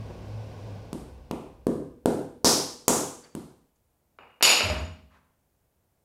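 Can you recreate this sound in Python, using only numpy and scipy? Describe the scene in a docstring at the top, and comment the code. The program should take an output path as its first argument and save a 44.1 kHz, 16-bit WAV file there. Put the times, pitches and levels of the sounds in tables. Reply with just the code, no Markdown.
"""A small walled yard, one microphone near the tiled floor. A distant drone hums and fades away early on.
Close by, a hatchet's butt taps a fruit stone seven times: the slab knocks, the shell clicks, the walls
answer. The taps grow harder until the shell cracks under the fifth and sixth; the last is light.
Fingers pick at the shell. Then the hatchet is laid down: its steel head clangs flat on the tile and
chatters, and the handle knocks and rocks to rest."""
import sys
import numpy as np
from scipy import signal
from scipy.fft import rfft, irfft
from scipy.io import wavfile
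from scipy.ndimage import uniform_filter1d, minimum_filter1d

SR = 44100
rng = np.random.default_rng(int(sys.argv[2]) if len(sys.argv) > 2 else 0)


def unload_audio(sound):
    """Save the sound as a 16-bit wav file, at the path given as the first command line argument."""
    columns = np.transpose(np.atleast_2d(sound))
    # keep every value between -1 and 1, then stretch to whole-number steps
    steps = np.round(np.clip(columns, -1, 1) * 32767)
    wavfile.write(sys.argv[1], SR, steps.astype(np.int16))


N = 266760
TIME, SCENE_HZ = np.arange(N) / SR, np.fft.rfftfreq(N, 1 / SR)
SIZE = 65536  # samples in one event with its echo
AGE, HZ = np.arange(SIZE) / SR, np.fft.rfftfreq(SIZE, 1 / SR)


def amp(db):
    """Decibels to gain."""
    return 10 ** (np.asarray(db) / 20)


def unit(x):
    """Scaled to rms 1."""
    return x / np.sqrt(np.mean(x ** 2) + 1e-20)


def burst(x):
    """Scaled to the energy of 8 ms at rms 1."""
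    return x * np.sqrt(.008 * SR / np.sum(x ** 2))


def along(points, hz):
    """A curve through (Hz, value) points on a log frequency axis."""
    freqs, values = np.transpose(points)
    return np.interp(np.log(hz + 1), np.log(freqs), values)


def add(track, s, x):
    """Mix x into the track from time s."""
    part = track[round(s * SR):][:len(x)]
    part += x[:len(part)]


def resonance(hz, centre_hz, width_hz):
    """Response of one damped mode."""
    return 1j * hz * width_hz / (centre_hz ** 2 - hz ** 2 + 1j * hz * width_hz)


def lowpass(hz, cutoff_hz, order):
    """Treble roll-off; a softer contact lasts longer and has a lower cutoff."""
    return 1 / np.sqrt(1 + (hz / cutoff_hz) ** (2 * order))


def filtered(x, gain):
    """x through the causal filter that has this gain; x = [1.] is a single impulse."""
    cepstrum = irfft(np.log(np.maximum(abs(gain), 1e-6)))
    cepstrum[1:SIZE // 2] *= 2
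    cepstrum[SIZE // 2 + 1:] = 0
    return irfft(rfft(x, SIZE) * np.exp(rfft(cepstrum)))


def ring(modes):
    """Damped modes, in new phases every time."""
    return sum(amp(db - 60 * AGE / t60) * np.sin(2 * np.pi * (hz * AGE + rng.random()))
               for hz, db, t60 in modes)


def noise(gain):
    """Steady noise of rms 1, coloured by a gain over SCENE_HZ."""
    return unit(irfft(rfft(rng.standard_normal(N)) * gain, N))


def fading(db, hold_s, fade_db_per_s):
    """A gain of db that falls steadily after hold_s."""
    return amp(db - fade_db_per_s * np.maximum(TIME - hold_s, 0))


# The air around the microphone. Each row: frequency in Hz, relative level in dB.
AIR_SPECTRUM = [(25, -11), (75, 3), (150, -4), (300, -11.5), (520, -10.5), (800, -13.5), (1300, -21.5),
                (4000, -29.5), (15000, -24.5)]

def still_air():
    """The faint, low noise of the empty yard."""
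    return amp(-71.5) * noise(amp(along(AIR_SPECTRUM, SCENE_HZ)))


# The far-off hum, dipping and swelling twice. Each row: time in seconds, level in dB.
HUM_LEVELS = [(0.0, -35), (0.142, -51), (0.366, -34.5), (0.516, -44.5), (0.738, -38), (0.888, -51.5),
              (0.92, -61.5)]
# The rush that comes with it. Each row: frequency in Hz, relative level in dB.
RUSH_SPECTRUM = [(76, -27), (130, 0), (305, -7.5), (337, -12.5), (512, -5.5), (612, -10.5), (1090, -16.5),
                 (1330, -30.5), (1470, -20.5), (1790, -29), (2510, -25.5), (3250, -30), (5670, -32),
                 (6380, -37.5), (15000, -51)]

def drone():
    """In the distance a wavering hum, a rumble and a rush die away."""
    times, levels_db = np.transpose(HUM_LEVELS)
    hum_gain = fading(np.interp(TIME, times, levels_db), hold_s=times[-1], fade_db_per_s=21)
    pitch_hz = 103.3 + 4.5 * noise(lowpass(SCENE_HZ, cutoff_hz=8, order=3))
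    hum = hum_gain * unit(np.sin(2 * np.pi * np.cumsum(pitch_hz) / SR))
    rumble = noise(resonance(SCENE_HZ, centre_hz=60, width_hz=36) ** 2)
    rumble *= fading(-49.5, hold_s=1.2, fade_db_per_s=12)
    rush = noise(amp(along(RUSH_SPECTRUM, SCENE_HZ))) * fading(-45, hold_s=.72, fade_db_per_s=20)
    return hum + rumble + rush


# The echo wash's final decay. Each row: frequency in Hz, time to fall 60 dB in seconds.
WASH_DECAY = [(100, .55), (300, .48), (600, .5), (1500, .5), (3000, .53), (6000, .49), (10000, .46),
              (15000, .41)]
# Its colour. Each row: frequency in Hz, relative level in dB.
WASH_SPECTRUM = [(50, 1), (150, 1.5), (300, -2), (600, -2), (1500, -2), (5000, -3), (10000, -2),
                 (15000, -9.5)]
# Waves standing between the walls. Each row: frequency in Hz, relative level in dB, t60 in seconds.
STANDING_WAVES = [(159, -1.5, 0.96), (235.6, -2.5, 0.85), (277, -3, 0.67), (323, -4, 0.1),
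                  (369, -3.5, 0.73), (405, -2, 0.62), (493.6, 2.5, 0.73)]
# The nearest walls, heard from the microphone. Each row: delay in seconds, level in dB.
WALL_ECHOES = [(0.0127, -20), (0.0215, -15.5), (.0322, -18), (.047, -22.5)]

def yard(hold_s=0.091, standing_db=-6):
    """The yard as heard at the microphone: single wall echoes, standing waves and an echo wash."""
    hz, t, bands = signal.stft(rng.standard_normal(SIZE), SR, nperseg=256)
    # the wash holds its level briefly, as under automatic gain control, then dies away faster
    fall_db = -60 * (np.hypot(t, hold_s) - hold_s) / along(WASH_DECAY, hz)[:, None]
    bands *= amp(fall_db + along(WASH_SPECTRUM, hz)[:, None])
    tail = signal.istft(bands, SR, nperseg=256)[1][:SIZE]
    onset = 1 - np.exp(-(AGE / 0.005) ** 2)  # builds in about 5 ms
    wash, waves = rfft(tail * onset), rfft(ring(STANDING_WAVES) * onset)
    walls = sum(amp(db) * np.exp(-2j * np.pi * HZ * delay) for delay, db in WALL_ECHOES)
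    walls *= lowpass(HZ, cutoff_hz=1500, order=1)
    return wash / wash[HZ < 11000].std() + amp(standing_db) * waves / waves[HZ < 600].std() + walls


def early_chirp(start_s=.007, length_s=.041, from_hz=135, to_hz=429, peak_db=2.5):
    """Spectrum of the yard's first low echoes, which crowd together into a short upward chirp."""
    progress = np.clip((AGE - start_s) / length_s, 0, 1)
    phase = 2 * np.pi * np.cumsum(from_hz + (to_hz - from_hz) * progress) / SR
    chirp = rfft(np.sin(np.pi * progress) * np.sin(phase))
    return amp(peak_db) * chirp / abs(chirp).max()


def echo(x, response, room_db):
    """What the yard gives back of x."""
    return amp(room_db) * irfft(rfft(x) * response)


def gritty(colour, grit_t60, room_db):
    """A dying flurry of tiny contacts: ragged straight to the microphone, evened out by the walls."""
    flurry = rng.standard_normal(SIZE) * amp(-60 * AGE / grit_t60)
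    direct = burst(filtered(flurry, colour))
    smooth = burst(filtered([1.], colour))
    return direct + echo(smooth, yard(), room_db)


# Fingers and bits of shell, close by. Each row: start in seconds, length in seconds, level in dB,
# centre in Hz, width as a share of the centre.
FINGER_RUBS = [(0.096, 0.019, -37.5, 360, 0.26), (3.219, 0.067, -59.5, 1400, 1),
               (3.235, 0.023, -57, 4600, .03), (3.754, 0.018, -77, 7070, .5), (5.094, .11, -62, 1124, 0.71)]

def rubs():
    """Faint scrapes and a squeak as the fingers shift and pick at the shell."""
    out = np.zeros(N)
    for s, length_s, db, hz, width in FINGER_RUBS:
        colour = resonance(HZ, hz, width * hz) * lowpass(HZ, 2 * hz, order=1)
        friction = unit(filtered(rng.standard_normal(SIZE), colour))
        scrape = amp(db) * friction * np.sin(np.pi * np.minimum(AGE / length_s, 1))
        add(out, s, scrape + echo(scrape, yard(), room_db=-4.5))
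    return out


def handle_rocking(start_s=4.63, rock_s=0.059, count=5, strongest_db=-24.5, loss_db=3.5):
    """The handle rocks at an even pace, shuddering in each rock, ever weaker after the second."""
    out = np.zeros(N)
    swell = np.sin(np.pi * np.minimum(AGE / rock_s, 1))
    for k in range(count):
        pitch_hz = 75.9 + 16.5 * 0.095 ** k  # starts sharp and settles
        phase = 2 * np.pi * pitch_hz * AGE
        tone = np.sin(phase) + amp(-17) * (np.sin(2 * phase) + np.sin(3 * phase))
        shudder = amp(strongest_db - loss_db * abs(k - 1)) * swell * tone
        add(out, start_s + k * rock_s, shudder + echo(shudder, yard(), room_db=-9.5))
    return out


# The handle meets the floor. Each row: start in seconds, level in dB.
HANDLE_LANDINGS = [(4.606, -36), (4.652, -36), (4.70, -31.5)]
# Its modes. Each row: frequency in Hz, relative level in dB, t60 in seconds.
HANDLE_MODES = [(204, -1.5, 1), (258, -5.5, 1), (432, -24, 0.31), (605, 13, 0.24), (627, 3.5, 0.6)]

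def handle_knocks():
    """The let-go handle bumps on the floor and rings low."""
    out = np.zeros(N)
    for s, db in HANDLE_LANDINGS:
        bump = gritty(resonance(HZ, centre_hz=485, width_hz=1840) ** 2, grit_t60=0.0078, room_db=4.0)
        add(out, s, amp(db) * (bump + amp(-9.0) * ring(HANDLE_MODES)))
    return out


# The steel head meets the tile; the last row is the clack of the handle knocking down. Each row: start in
# seconds, clack level in dB, treble cutoff in Hz, # ring gain in dB.
HEAD_CONTACTS = [(4.1872, -46, 1750, -41), (4.409, -34, 1954, -39.5), (4.4259, -12.5, 14180, -11.5),
                 (4.606, -26, 2462, -51)]
# The clack of steel on tile. Each row: frequency in Hz, relative level in dB.
CLACK_SPECTRUM = [(60, -28.5), (150, -19.5), (300, -10.5), (500, -6), (900, -5), (1300, -6.5), (1850, -11),
                  (2600, 3.5), (3400, -6.5), (4900, 3.5), (6500, -7.5), (9000, -7.5), (12000, -13.5),
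                  (16000, -15)]
# The head's modes. Each row: frequency in Hz, relative level in dB, t60 in seconds.
STEEL_MODES = [(2375, -10, .18), (2536, -7, .18), (2675, -11, .15), (2839, -6, .26), (2887, -5, .28),
               (2925, -7, .2), (3650, -10, .3), (4515, -15, .2), (6885, 3, .12), (6915, 1, .15),
               (8100, -13, .1), (11240, -1, .05), (11370, -2, .05), (13370, -10, .06)]

def steel_head(bounces=4, bounce_s=.0255, bounce_db=-18, loss_db=1.33, bounce_cutoff_hz=4500):
    """The steel touches down on an edge, falls flat with a clang and chatters in ever weaker bounces."""
    out = np.zeros(N)
    clang_s = max(HEAD_CONTACTS, key=lambda row: row[1])[0]
    chatter = [(clang_s + bounce_s * (k + 1), db, bounce_cutoff_hz, db - 4)
               for k, db in enumerate(bounce_db - loss_db * np.arange(bounces))]
    for s, clack_db, cutoff_hz, ring_db in HEAD_CONTACTS + chatter:
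        colour = amp(along(CLACK_SPECTRUM, HZ)) * lowpass(HZ, cutoff_hz, order=4)
        clack = gritty(colour, grit_t60=0.019, room_db=3.0)
        steel = filtered(ring(STEEL_MODES), lowpass(HZ, cutoff_hz, order=3))
        clang = .5 * steel + echo(steel, yard(), room_db=-2)
        add(out, s, amp(clack_db) * clack + amp(ring_db) * clang)
    return out


# The broad snap of the fruit stone's shell. Each row: frequency in Hz, relative level in dB.
SNAP_SPECTRUM = [(300, -17.5), (1500, -1), (2300, -3), (3200, -1), (4100, -0.5), (5600, -2), (6500, -2),
                 (7800, -2), (10000, -4.5), (13000, -3.5), (16000, -21)]

def shell_colour(centre_hz, width_hz, mode_db=0, snap_db=0):
    """Spectrum of brittle shell: a broad snap and one resonance with no bass under it."""
    snap = unit(amp(along(SNAP_SPECTRUM, HZ)))
    bass_cut = 1 - lowpass(HZ, 0.57 * centre_hz, order=4)
    mode = unit(abs(resonance(HZ, centre_hz, width_hz)) * bass_cut)
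    return np.hypot(amp(snap_db) * snap, amp(mode_db) * mode)


# The shell gives way. Each row: start in seconds, level in dB, centre in Hz, echo gain in dB.
SHELL_CRACKS = [(1.3123, -41.5, 2520, -4.5), (2.4457, -17.5, 5180, 9), (2.881, -16.5, 6700, 2)]

def cracks():
    """The shell creaks under an early tap and splits brightly under the two hardest blows."""
    out = np.zeros(N)
    for s, db, hz, room_db in SHELL_CRACKS:
        colour = shell_colour(hz, width_hz=.3 * hz, snap_db=-9.5)
        add(out, s, amp(db) * gritty(colour, grit_t60=0.012, room_db=room_db))
    return out


# The floor slab under the stone. Each row: frequency in Hz, relative level in dB.
SLAB_SPECTRUM = [(50, -24.5), (120, -11.5), (160, -6), (200, -10), (250, 1), (350, 2), (480, 2.5), (545, 1),
                 (620, -0.5), (1000, 2), (1600, 0.5), (2400, -8.5), (6000, -33.5)]
# The hatchet's butt lands on the stone, near the microphone. 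Each row: start in seconds,
# knock level in dB, contact time in seconds, shell click level in dB.
HATCHET_BLOWS = [(0.9297, -37.5, 0.00091, -44), (1.311, -29, 0.00095, -48), (1.6682, -19.5, .0018, -43),
                 (2.058, -16, 0.0013, -33.5), (2.4458, -14, 0.00084, -36), (2.8805, -15.5, 0.00082, -24.5),
                 (3.3508, -41, 0.0008, -44.5)]

def blows(shell_lag_s=.00052):
    """The stone passes each blow to the slab, which knocks and thuds; the shell clicks."""
    out = np.zeros(N)
    knock_yard = yard(hold_s=0.092, standing_db=-8) + early_chirp()
    thud_yard = yard(hold_s=.015, standing_db=-8) + early_chirp()
    thud_colour = resonance(HZ, centre_hz=256, width_hz=230) * lowpass(HZ, cutoff_hz=450, order=3)
    thud = burst(filtered([1.], thud_colour))
    thud += echo(thud, thud_yard, room_db=-1.5)
    click_colour = shell_colour(centre_hz=8750, width_hz=1100, mode_db=-6.5)
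    for s, knock_db, contact_s, click_db in HATCHET_BLOWS:
        # the force is a half sine: the shorter the contact, the brighter the knock
        half_sine = np.sinc(HZ * contact_s - .5) + np.sinc(HZ * contact_s + .5)
        # the stone springs back unevenly, which fills the pulse's spectral nulls
        force = np.hypot(half_sine, amp(-18.5) * lowpass(HZ, 1.3 / contact_s, order=3))
        knock = amp(knock_db) * burst(filtered([1.], force * amp(along(SLAB_SPECTRUM, HZ))))
        thud_db = -28.5 + 0.14 * (knock_db + 19)  # the dull thud barely grows with the blow
        add(out, s, knock + echo(knock, knock_yard, room_db=0.5) + amp(thud_db) * thud)
        click = gritty(click_colour, grit_t60=.009, room_db=-1.5)
        add(out, s + shell_lag_s, amp(click_db) * click)
    return out


def scene():
    """Everything at one microphone near the floor."""
    cracking = blows() + cracks()
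    laying_down = steel_head() + handle_knocks() + handle_rocking()
    return (cracking + laying_down + rubs() + drone() + still_air())[None]


def record(dry, ceiling=0.61, top_hz=15700):
    """Behind the microphone a fast limiter holds the peaks and a steep filter cuts the top treble."""
    needed = np.minimum(1, ceiling / (abs(dry) + 1e-9))
    gain = uniform_filter1d(minimum_filter1d(needed, size=31), size=31)
    return irfft(rfft(dry * gain) * lowpass(SCENE_HZ, top_hz, order=60), N)


dry = scene()
out = record(dry)
unload_audio(out)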